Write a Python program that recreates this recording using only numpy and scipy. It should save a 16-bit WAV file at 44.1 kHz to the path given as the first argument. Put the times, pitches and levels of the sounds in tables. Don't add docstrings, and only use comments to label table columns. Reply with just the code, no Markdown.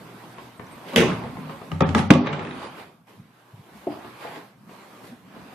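import sys
import numpy as np
from scipy import signal
from scipy.fft import rfft, irfft
from scipy.io import wavfile
from scipy.ndimage import uniform_filter1d

SR = 44100
rng = np.random.default_rng(int(sys.argv[2]) if len(sys.argv) > 2 else 0)


def elevation(decibels):
    levels = np.asarray(decibels, float)
    return 10 ** (levels / 20)


def put_to_file(sound):
    columns = np.atleast_2d(sound).T
    safe = np.clip(columns, -1, 1)
    whole_steps = np.round(safe * 32767)
    wavfile.write(sys.argv[1], SR, whole_steps.astype(np.int16))


N = 244314

# pitch_hz, level_db
LOOSE_CRACK = [(800, -29), (1300, 2.5), (2200, 4), (3800, -7), (4500, -17), (8000, -24.5), (14000, -45)]


def evened(x):
    return x / np.sqrt(np.mean(x ** 2) + 1e-20)


def read(points, hz):
    f, value = np.transpose(points)
    return np.interp(np.log(hz + 1), np.log(f + 1), value)


def add(mix, s, sound):
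    part = mix[round(s * SR):][:len(sound)]
    part += sound[:len(part)]


def slammed_door():
    # start_s, knock_db, thud_db, crack_db, ring_factor (on the decays)
    slam = [
        (2.1045, -3, -7, -2, 0.74),
        (2.111, -5, -15, -12.5, 0.43),
        (2.136, -19.5, -15, -20, 0.58),
        (2.152, -18.5, -12.5, -29, 0.68),
    ]
    # start_s, knock_db, thud_db, crack_db, ring_factor
    rattles = [
        (2.261, -29, -26, -27, 0.83),
        (2.269, -22.5, -31, -20, 0.92),
        (2.328, -28, -28.5, -22, 1),
        (2.393, -26, -46, -24, 0.54),
        (2.413, -26, -35, -43, 0.43),
        (2.45, -28, -32, -27.5, 0.36),
        (2.47, -41, -28, -32, 0.46),
        (2.509, -40, -51, -29, 0.6),
    ]
    # pitch_hz, level_db, t60_s
    modes = [(92.9, -16.5, 0.55), (153.3, -2.5, 0.21), (200, -4.5, 0.28), (248.2, 1, 0.25),
             (296, -2.5, 0.3), (387, -3, 0.15), (549, -8, 0.1), (691, -3.5, 0.034), (842, -4.5, 0.048),
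             (1130, -3, 0.038), (1620, -2, 0.0083), (1920, -15.5, 0.027)]
    # pitch_hz, level_db
    frame_crack = [(800, -31.5), (1300, -4.5), (1900, -5), (2500, -6), (3300, -10.5), (4500, -18),
                   (6000, -21.5), (8000, -27), (14000, -42)]
    hit = blows(slam, modes, frame_crack, crack_s=0.0088, pan_db=-3.5, room_db=-9)
    return hit + blows(rattles, modes, LOOSE_CRACK, crack_s=0.0083, pan_db=-3.5, room_db=-4)


def bumped_door():
    # start_s, knock_db, thud_db, crack_db, ring_factor
    bumps = [
        (1.716, -24.5, -23, -30, 1),
        (1.8062, -9, -14, -17, 0.76),
        (1.821, -14, -19, -22, 0.54),
        (1.89, -31.5, -20.5, -22, 0.57),
        (1.9478, -8, -13.5, -12, 0.66),
        (1.981, -14, -24, -18, 0.38),
        (1.992, -21, -27, -19.5, 0.43),
    ]
    # pitch_hz, level_db, t60_s
    modes = [(91, -10.5, 0.28), (168.7, 0, 0.083), (217.3, -13, 0.27), (269, -10, 0.11),
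             (400.9, -4.5, 0.11), (537, -4.5, 0.1), (810, 3.5, 0.024), (880, -5, 0.05), (1197, 4, 0.027)]
    # pitch_hz, level_db
    wood_crack = [(800, -17), (1300, -9), (1900, -4), (2700, -8), (3300, -10), (4200, -18), (6000, -21),
                  (8000, -24.5), (14000, -48.5)]
    return blows(bumps, modes, wood_crack, crack_s=0.0062, pan_db=2.5, room_db=-4.5)


def latch_door():
    # start_s, knock_db, thud_db, crack_db, ring_factor
    latch = [
        (.885, -40, -47, -52, 1.6),
        (.932, -26, -27, -41.5, 1.2),
        (.96, -9.5, -19.5, -2.5, 0.41),
        (.971, -15, -15, -14.5, 1.8),
        (.983, -20, -11.5, -13.5, 0.53),
        (1.004, -15.5, -22, -14, 0.3),
        (1.021, -17, -17.5, -24, 0.41),
        (1.037, -40, -18.5, -23, 0.53),
    ]
    # pitch_hz, level_db, t60_s
    modes = [(100, -12.5, 0.23), (178, 0.5, 0.12), (242, 4.5, 0.08), (295, -1, 0.08), (357.6, 10, 0.05),
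             (447.6, 2.5, 0.059), (548, 1.5, 0.054), (800, -8, 0.089), (1130, -12, 0.1)]
    # pitch_hz, level_db
    metal_crack = [(800, -30.5), (1300, -9.5), (2000, -5.5), (2600, -3.5), (3100, -7.5), (3600, -11.5),
                   (4100, -17), (6500, -19), (7400, -25), (12100, -22), (14000, -29)]
    return blows(latch, modes, metal_crack, crack_s=0.0074, pan_db=-1.5, room_db=-0.5)


def light_door():
    # start_s, knock_db, thud_db, crack_db, ring_factor
    taps = [
        (3.87, -22, -21, -40, 1),
        (3.921, -35, -28.5, -46, 0.33),
        (4.047, -38, -34.5, -40, 0.55),
        (4.249, -26.5, -40, -47, 0.55),
        (4.271, -43, -43, -34, 0.69),
        (4.359, -38, -39.5, -43, 0.9),
    ]
    # pitch_hz, level_db, t60_s
    modes = [(140, -6, 0.089), (244, -9.5, 0.14), (303, -3.5, 0.1), (372, 7, 0.038), (508, 7, 0.042),
             (677, 5, 0.048), (837, -4, 0.13)]
    return blows(taps, modes, LOOSE_CRACK, crack_s=0.0033, pan_db=3, room_db=-4)


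def swelling_tones():
    # peak_s, pitch_hz, level_db, width_s
    flexes = [
        (.971, 210, -16, 0.0092),
        (1.022, 215, -17, 0.0076),
        (2.19, 248.3, -21, 0.055),
        (3.878, 690, -28, 0.0046),
        (3.2, 161, -37, 0.0063),
        (3.256, 200, -45, 0.0031),
        (3.542, 125, -36.5, 0.0092),
        (3.599, 140, -37.5, 0.0064),
        (3.873, 390, -18, 0.0032),
        (5.132, 242, -37.5, 0.017),
    ]
    # peak_s, pitch_hz, level_db, width_s
    pings = [(.964, 3060, -12, 0.0026), (.963, 3400, -19, 0.0025), (.981, 2900, -21, .004),
             (1.003, 2750, -24, .003), (1.035, 1090, -20.5, 0.0043), (.986, 2100, -20, .002),
             (.998, 2150, -24, .003), (1.013, 1700, -21, .002), (1.06, 2260, -33, .002),
             (1.083, 2700, -33, .003), (1.118, 1650, -31, .003), (.669, 5970, -52, .004),
             (.887, 3150, -40, .0012), (.905, 9000, -52, .001), (4.362, 3900, -50, .003),
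             (4.22, 1220, -42, .004), (0.38, 1040, -39, 0.0018), (2.1055, 2100, -11, .0012),
             (2.394, 2250, -32, .002), (2.474, 1780, -35, 0.0025), (2.63, 1100, -36.5, 0.0066),
             (2.66, 540, -37.5, 0.0072), (2.109, 6100, -23, .0015), (.984, 3280, -19, 0.0027),
             (1.811, 2400, -29, 0.0023), (1.813, 1900, -32.5, 0.0055), (1.893, 2640, -34, 0.002),
             (1.954, 1660, -23, 0.0058), (2.1062, 1550, -7, 0.0015), (2.1088, 1250, -12, .0012),
             (2.1032, 900, -14, .0005), (2.1085, 3000, -20, .001), (2.1365, 3500, -30, .002),
             (2.152, 2700, -29, .0015), (2.2745, 3800, -34, 0.003), (2.292, 3700, -41, .004),
             (2.2725, 1700, -30, .003), (2.262, 1250, -33, .002), (2.332, 2250, -33, .002),
             (2.394, 3900, -38, .0015), (2.4135, 1760, -36, .002), (2.426, 1750, -35, .002),
             (2.4495, 2300, -38, .0015), (2.512, 1900, -37, .002), (2.572, 1230, -39, .002),
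             (2.589, 1150, -38, .002), (2.511, 3800, -41.5, 0.0034), (4.277, 2400, -42.5, 0.0056),
             (1.7185, 2900, -30, 0.0015), (1.722, 1220, -32, .004), (1.8105, 1200, -19, .002),
              (1.8085, 3800, -30, .001), (1.8085, 2700, -27, .0012), (1.833, 2400, -30, .004),
              (1.842, 1600, -29, .004), (1.9505, 2700, -26, .002), (1.9525, 3500, -28, .002),
              (1.9915, 3900, -29, .0012), (1.982, 5700, -30, .001), (1.986, 2400, -28, .002),
              (1.371, 800, -33, .0015), (1.4965, 1200, -33, .0015), (1.506, 1000, -35, .0015)]
    # peak_s, pitch_hz, level_db, width_s
    drones = [(1, 242, -30, 0.049), (1.1, 178, -30, .05), (1.16, 113, -35.5, .05), (1.39, 258, -40.5, 0.13),
              (1.46, 154.5, -36.5, .06), (1.4, 185, -36, .05), (1.75, 160, -26, 0.034),
              (1.87, 91.5, -27.5, 0.063), (1.89, 223, -36, .04), (1.827, 200, -15, .005),
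              (1.855, 190, -19, .008), (1.958, 230, -17, .004), (1.968, 210, -16, .004),
              (2.001, 200, -19, .004), (2.24, 400, -31, .03), (2.0, 140, -22, 0.029), (2.06, 215, -30, .04),
              (2.17, 148, -22, 0.047), (2.2, 296, -23, .05), (2.16, 549, -27, 0.026),
              (2.15, 360, -24, 0.027), (2.14, 240, -27.5, 0.02), (2.35, 149, -31.5, .04),
              (2.42, 97, -36, 0.026), (2.57, 262, -41, 0.034), (2.79, 423.3, -43, .015),
              (4.75, 198, -53.5, 0.3), (1.08, 302, -31, .03), (1.255, 497, -41, .02),
              (1.381, 300, -31, 0.004), (1.336, 230, -36, .004), (1.245, 900, -37, .008),
              (1.62, 1220, -40, .006), (2.27, 1130, -33, .015), (2.635, 850, -37, .008),
              (1.54, 550, -41.5, .025), (2.3, 440, -34, .035), (2.4, 380, -35, 0.018),
              (2.52, 480, -44, .03), (3.19, 110, -46.5, 0.022), (3.22, 230.4, -49.5, 0.017),
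              (3.57, 100, -50.5, .03), (3.9, 800, -40, .015), (3.78, 70, -57, .04)]
    out = np.zeros(N)
    for s, hz, db, width in flexes + pings + drones:
        u = np.arange(-3 * width, 3 * width, 1 / SR)
        add(out, s + u[0], elevation(db) * np.exp(-(u / width) ** 2) * np.cos(2 * np.pi * hz * u))
    return out


def struck_tones():
    # start_s, pitch_hz, level_db, length_s
    booms = [
        (2.104, 190, -1, .0055),
        (2.1106, 260, 1.5, .011),
    ]
    # start_s, pitch_hz, level_db, length_s
    favoured = [(.962, 620, -28, .025), (.966, 448, -26, .04), (.965, 242, -23, 0.086),
                (.97, 356.6, -21.5, .045), (1.808, 180, -22, .05), (1.81, 830, -32, .03),
                (1.811, 450, -29, .03), (1.95, 438, -25, 0.028), (1.951, 827, -28, .03),
                (1.95, 270, -23, 0.032), (2.105, 679, -18, 0.019), (2.108, 386, -14.5, .025),
                (3.872, 550, -31, .02), (4.262, 850, -40, .02), (4.355, 850, -41, .015),
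                (.97, 520, -22, .02)]
    out = np.zeros(N)
    for s, hz, db, length in booms + favoured:
        u = np.arange(0, 2 * length, 1 / SR)
        add(out, s, elevation(db) * np.exp(-(u / length) ** 3) * np.sin(2 * np.pi * hz * u))
    return out


def footsteps():
    # start_s, knock_db, thud_db, crack_db, ring_factor
    steps = [(.383, -32, -40.5, -36, 0.51), (.596, -29, -31, -33, 0.4), (.669, -46, -51, -48, 0.78),
             (.739, -49, -49, -62, 0.78), (1.237, -29, -27.5, -33, 0.43), (1.369, -29.5, -42, -35.5, 0.44),
             (1.495, -28, -43, -34, .43), (1.615, -29.5, -36.5, -38.5, 0.53),
             (3.075, -57.5, -64.5, -53, 0.68), (4.693, -40, -59.5, -46.5, 0.45),
             (5.042, -45, -55, -44, 0.55), (5.075, -44, -54, -50, .6), (5.363, -40, -40.5, -53, 0.85)]
    # pitch_hz, level_db, t60_s
    modes = [(76.5, -16, 0.03), (111, -2.5, 0.055), (161, 3.5, 0.045), (234, 5.5, 0.051), (435, 7.5, 0.036),
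             (690, 2, 0.042), (1033, 4.5, 0.037)]
    return blows(steps, modes, LOOSE_CRACK, crack_s=0.0069, pan_db=1.5, room_db=-2)


def blows(rows, modes, colour, crack_s, pan_db, room_db):
    t = np.arange(SR // 2) / SR
    near, far = np.zeros(N), np.zeros((2, N))
    hz, db, t60 = np.repeat(np.transpose(modes), repeats=3, axis=1)[:, :, None]
    middle = hz[:, 0] > 400
    spread = np.where(hz > 400, 0.036, 0.014)
    crack_colour = elevation(read(colour, np.fft.rfftfreq(len(t), 1 / SR)))
    for k, (s, knock_db, thud_db, crack_db, ring) in enumerate(rows):
        spot = rng.standard_normal((2, len(hz), 1))
        decay = elevation(db + 3.3 * spot[0] - 60 * t / (t60 * ring))
        rings = decay * np.sin(2 * np.pi * hz * (1 + spread * spot[1]) * t)
        rings *= 1 - np.exp(-t * hz / 1.5)

        fade = np.exp(-t / (2 * crack_s * ring))
        burst = rfft(rng.standard_normal(len(t)) * fade ** 2)
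        even = np.exp(1j * np.angle(burst))
        crack = irfft(even * crack_colour, len(t))
        crack *= fade * (1 - np.exp(-t / 0.00087))

        parts = rings[middle].sum(0), rings[~middle].sum(0), crack
        levels_db = knock_db, thud_db, crack_db
        sound = sum(elevation(level) * p / abs(p).max() for level, p in zip(levels_db, parts))
        add(near, s, sound)
        add(far[k % 2], s, elevation(room_db) * sound)
    pan = elevation(np.array([[pan_db], [-pan_db]]) / 2)
    return pan * housing(near) + hall(far[0]) + hall(far[1])


def housing(x):
    size = 2048
    scatter = rng.standard_normal(size) * np.exp(-np.arange(size) / SR / 0.00036)
    direct = np.ones((size // 2 + 1, 1))
    turned = np.exp(1j * np.angle(rfft(scatter)))[:, None]
    ports = pair(direct, turned, np.fft.rfftfreq(size, 1 / SR))
    ports = np.roll(irfft(ports[:, :, 0], size), size // 2, axis=1)
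    return signal.oaconvolve(x[None], ports, axes=1)[:, size // 2:][:, :N]


def hall(x):
    # pitch_hz, t60_s
    decay = [(60, 0.7), (150, 0.79), (300, 0.25), (700, 0.52), (1500, 0.4), (3000, 0.36), (6000, 0.38),
             (12000, 0.15)]
    taps = np.zeros((2, SR))
    at = np.arange(130, SR - 20, 20) + rng.integers(0, 20, (2, (SR - 131) // 20))
    np.put_along_axis(taps, at, rng.choice([-1., 1.], at.shape), 1)
    hz, t, z = signal.stft(taps, SR, nperseg=512)
    fade = elevation(-60 * t / read(decay, hz)[:, None])
    tail = signal.istft(pair(*z, hz) * fade, SR, nperseg=512)[1]
    return signal.fftconvolve(x[None], tail / np.linalg.norm(tail[0]), axes=1)[:, :N]


def pair(a, b, hz):
    # pitch_hz, likeness (-1..1)
    likeness = [(30, 0.26), (70, 0.98), (150, 0.92), (300, 0.9), (600, 0.78), (1100, 0.33), (2300, 0.29),
                (6000, 0.09), (13900, 0.31)]
    # pitch_hz, level_db
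    balance = [(60, -2.5), (230, 0.5), (910, -1.5), (3570, -3.5), (13900, -0.5)]
    same = read(likeness, hz)[:, None]
    lean = elevation(read(balance, hz) / 2)[:, None]
    alike = np.sqrt((1 + same) / 2)
    apart = np.sqrt((1 - same) / 2)
    return np.array([(alike * a + apart * b) * lean, (alike * a - apart * b) / lean])


def swell(t, peak_s, db, rise_s, fall_s):
    away = np.where(t < peak_s, (peak_s - t) / rise_s, (t - peak_s) / fall_s)
    return elevation(2 * (db - 20 * away))


def rustle():
    # pitch_hz, level_db (per Hz)
    spectrum = [(15, -76), (25, -31.5), (81, -19.5), (94, -24.5), (117, -9.5), (141, -0.5), (246, -2),
                (304, -7), (367, -8.5), (532, -12), (1090, -10), (1760, -20.5), (2500, -23), (4000, -29),
                (6660, -35.5), (13300, -34.5), (15500, -38.5)]
    # time_s, level_db
    movement = [(0, -48), (.42, -47), (.6, -52), (.73, -47), (1.7, -48), (2.55, -51), (2.88, -57),
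                (3.06, -66.5), (3.08, -52.5), (3.28, -62), (3.8, -51), (4.45, -50), (4.55, -62),
                (4.67, -56.5), (4.71, -49), (5.1, -49), (5.24, -58), (5.54, -49)]
    # peak_s, level_db, rise_s, fall_s, brightness (-1..1)
    strokes = [(.39, -51, 0.12, 0.065, -0.44), (.9, -37, 0.077, 0.049, 0.4),
               (0.946, -33.5, 0.072, 0.03, 0.37), (1.09, -29.5, .1, 0.22, -0.12),
               (1.22, -41.5, 0.066, 0.19, -1), (1.529, -41, 0.46, 0.15, -0.16),
               (1.896, -39, 0.066, .06, -0.65), (1.979, -26, 0.02, 0.069, 0.54),
               (2.26, -33.5, .15, 0.37, -0.39), (2.42, -39, 0.26, 0.12, -1),
               (2.64, -35.5, 0.28, 0.16, 0.22), (2.799, -39, 0.13, 0.13, 0.25),
               (3.1, -54.5, 0.029, 0.25, 0.51), (3.4, -58, 0.46, 0.6, 0.38), (3.92, -44, 0.11, 0.44, 0.13),
               (4.06, -46, 0.075, 0.32, 0.39), (4.23, -38, 0.1, 0.26, 0.28),
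               (4.375, -40.5, 0.25, 0.07, 0.32), (4.82, -59, 0.085, 0.27, -0.12),
               (5.05, -52.5, 0.074, 0.076, 0.99), (5.075, -52, .02, 0.036, 1), (3.77, -54, .1, 0.2, 0.91),
               (5.36, -47.5, 0.18, 0.45, 0.17)]
    # peak_s, level_db, rise_s, fall_s
    shudders = [(.02, -46.5, 0.14, 0.16), (.726, -48, 0.3, 0.16), (1.112, -32, .1, 0.23),
                (1.338, -39.5, 0.4, 1), (1.725, -44, 0.028, .25), (1.957, -23.5, 0.028, 0.17),
                (2.25, -31.5, 0.33, 0.53), (2.576, -46, 0.09, 0.07), (3.194, -48, 0.09, 0.17),
                (3.6, -53, 0.15, 0.15), (3.77, -48.5, .1, .1), (4.368, -46.5, .2, 0.097),
                (4.68, -50.5, 0.43, .2), (5.042, -50, .05, 0.57), (5.358, -45, 0.22, 0.3)]
    calm_db, ranges_db, follow = -49.5, (-55.5, -49.5, -55.5, -61), (1.6, 1.15, 1.19, .9)
    stroke_db, bright_db = (-23.5, -0.15, -7.5, -21.5), (-7, -3.5, 5.5, 17)

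    grain_gain = elevation(1.9 * np.minimum(rng.exponential(1, (2, N)), 5))
    grains = 1 + grain_gain * (rng.random((2, N)) < 900 / SR)
    hz, t, z = signal.stft(rng.standard_normal((2, N)) * grains, SR, nperseg=1024)
    patches = rng.standard_normal(z.shape[1:])
    patches = evened(uniform_filter1d(uniform_filter1d(patches, size=9, axis=0), size=5, axis=1))

    busy_db = np.interp(t, *np.transpose(movement)) - calm_db
    power = elevation(2 * (np.array(ranges_db)[:, None] + np.outer(follow, busy_db)))
    for *shape, bright in strokes:
        gain_db = np.array(stroke_db) + bright * np.array(bright_db)
        power = power + np.outer(elevation(2 * gain_db), swell(t, *shape))
    power[0] += sum(swell(t, *row) for row in shudders)

    colour = elevation(read(spectrum, hz))
    ranges = np.digitize(hz, (300, 1500, 5000))
    colour_power = np.array([(colour[ranges == k] ** 2).sum() for k in range(4)])
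    field_db = 10 * np.log10(power) - 10 * np.log10(colour_power)[:, None]
    field_db = uniform_filter1d(field_db[ranges], size=3, axis=0) + 1.8 * patches
    z = pair(*z, hz) * colour[:, None] * elevation(field_db) * np.sqrt(len(hz) / np.mean(grains ** 2))
    return signal.istft(z, SR, nperseg=1024)[1][:, :N]


def hinge_squeaks():
    # start_s, length_s, pitch_hz, level_db
    squeaks = [
        (.566, 0.026, 8520, -58),
        (0.699, 0.054, 8600, -53.5),
    ]
    sag_hz_per_s = 2000
    out = np.zeros(N)
    for s, length, hz, db in squeaks:
        u = np.arange(0, length, 1 / SR)
        wobble = 1 + .006 * evened(uniform_filter1d(rng.standard_normal(len(u)), size=60))
        tone = np.sin(2 * np.pi * np.cumsum((hz - sag_hz_per_s * u) * wobble) / SR)
        add(out, s, elevation(db) * tone * np.hanning(len(u)))
    return out


def appliance_hum():
    # time_s, level_db
    loudness = [
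        (0, -54),
        (.48, -49.5),
        (.56, -62),
        (3.2, -65.5),
        (5.54, -61.5),
    ]
    waver = 1 + 0.02 * evened(uniform_filter1d(rng.standard_normal(N), size=3000))
    level = elevation(np.interp(np.arange(N) / SR, *np.transpose(loudness)))
    return level * np.sin(2 * np.pi * np.cumsum(118 * waver) / SR)


def scene():
    doors = slammed_door() + bumped_door() + latch_door() + light_door()
    doors += swelling_tones() + struck_tones()
    deep_cut = signal.butter(2, 62, "high", fs=SR, output="sos")
    doors = signal.sosfilt(deep_cut, doors)
    return doors + footsteps() + rustle() + hinge_squeaks() + appliance_hum()


def treble_loss(x):
    # start_s, end_s, edge_hz
    dull = [(0.342, 0.402, 12400), (0.97, 1.178, 12200), (1.202, 1.303, 12400), (1.737, 1.93, 12600),
            (1.826, 1.862, 4100), (1.816, 1.872, 8000), (1.871, 1.896, 11070), (1.962, 2.09, 11700),
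            (2.083, 2.097, 6640), (2.114, 2.707, 11740), (2.157, 2.39, 8800), (2.188, 2.26, 6250),
            (2.268, 2.318, 6850), (2.358, 2.378, 8200), (2.39, 2.42, 9500), (2.44, 2.49, 10600)]
    top_hz, edge_hz_per_s, ragged_hz = 14150, 980000, 450
    hole_share, holes_below_hz = 0.11, 5100
    hz, t, z = signal.stft(x, SR, nperseg=512)
    hz_column = hz[:, None]
    dips = [low + edge_hz_per_s * np.maximum(np.maximum(start - t, t - end), 0) for start, end, low in dull]
    lowest = np.min(dips, axis=0)
    short = lowest < top_hz
    over_hz = hz_column - np.minimum(lowest, top_hz)

    frame = (t * SR // 1024).astype(int)
    band = (hz // 700).astype(int)
    jitter = rng.uniform(-1, 1, frame[-1] + 1)[frame]
    over_hz = over_hz + ragged_hz * np.where(short, 1, .25) * jitter

    luck = rng.random((band[-1] + 1, frame[-1] + 1))[band][:, frame]
    risk = hole_share * short * np.exp(over_hz / holes_below_hz) * (hz_column > 6300)
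    kept = np.clip((luck - risk) * 50 + 1, 0, 1)
    edge = np.clip(.5 - over_hz / 200, 0, 1)
    return signal.istft(z * kept * edge, SR, nperseg=512)[1][:, :N]


def low_pass(x):
    return signal.sosfilt(signal.butter(12, 14540, fs=SR, output="sos"), x)


def record(dry):
    low_cut = signal.butter(3, 50, "high", fs=SR, output="sos")
    clipped = np.clip(signal.sosfilt(low_cut, dry), -1, 1)
    return low_pass(treble_loss(clipped))


dry = scene()
out = record(dry)
put_to_file(out)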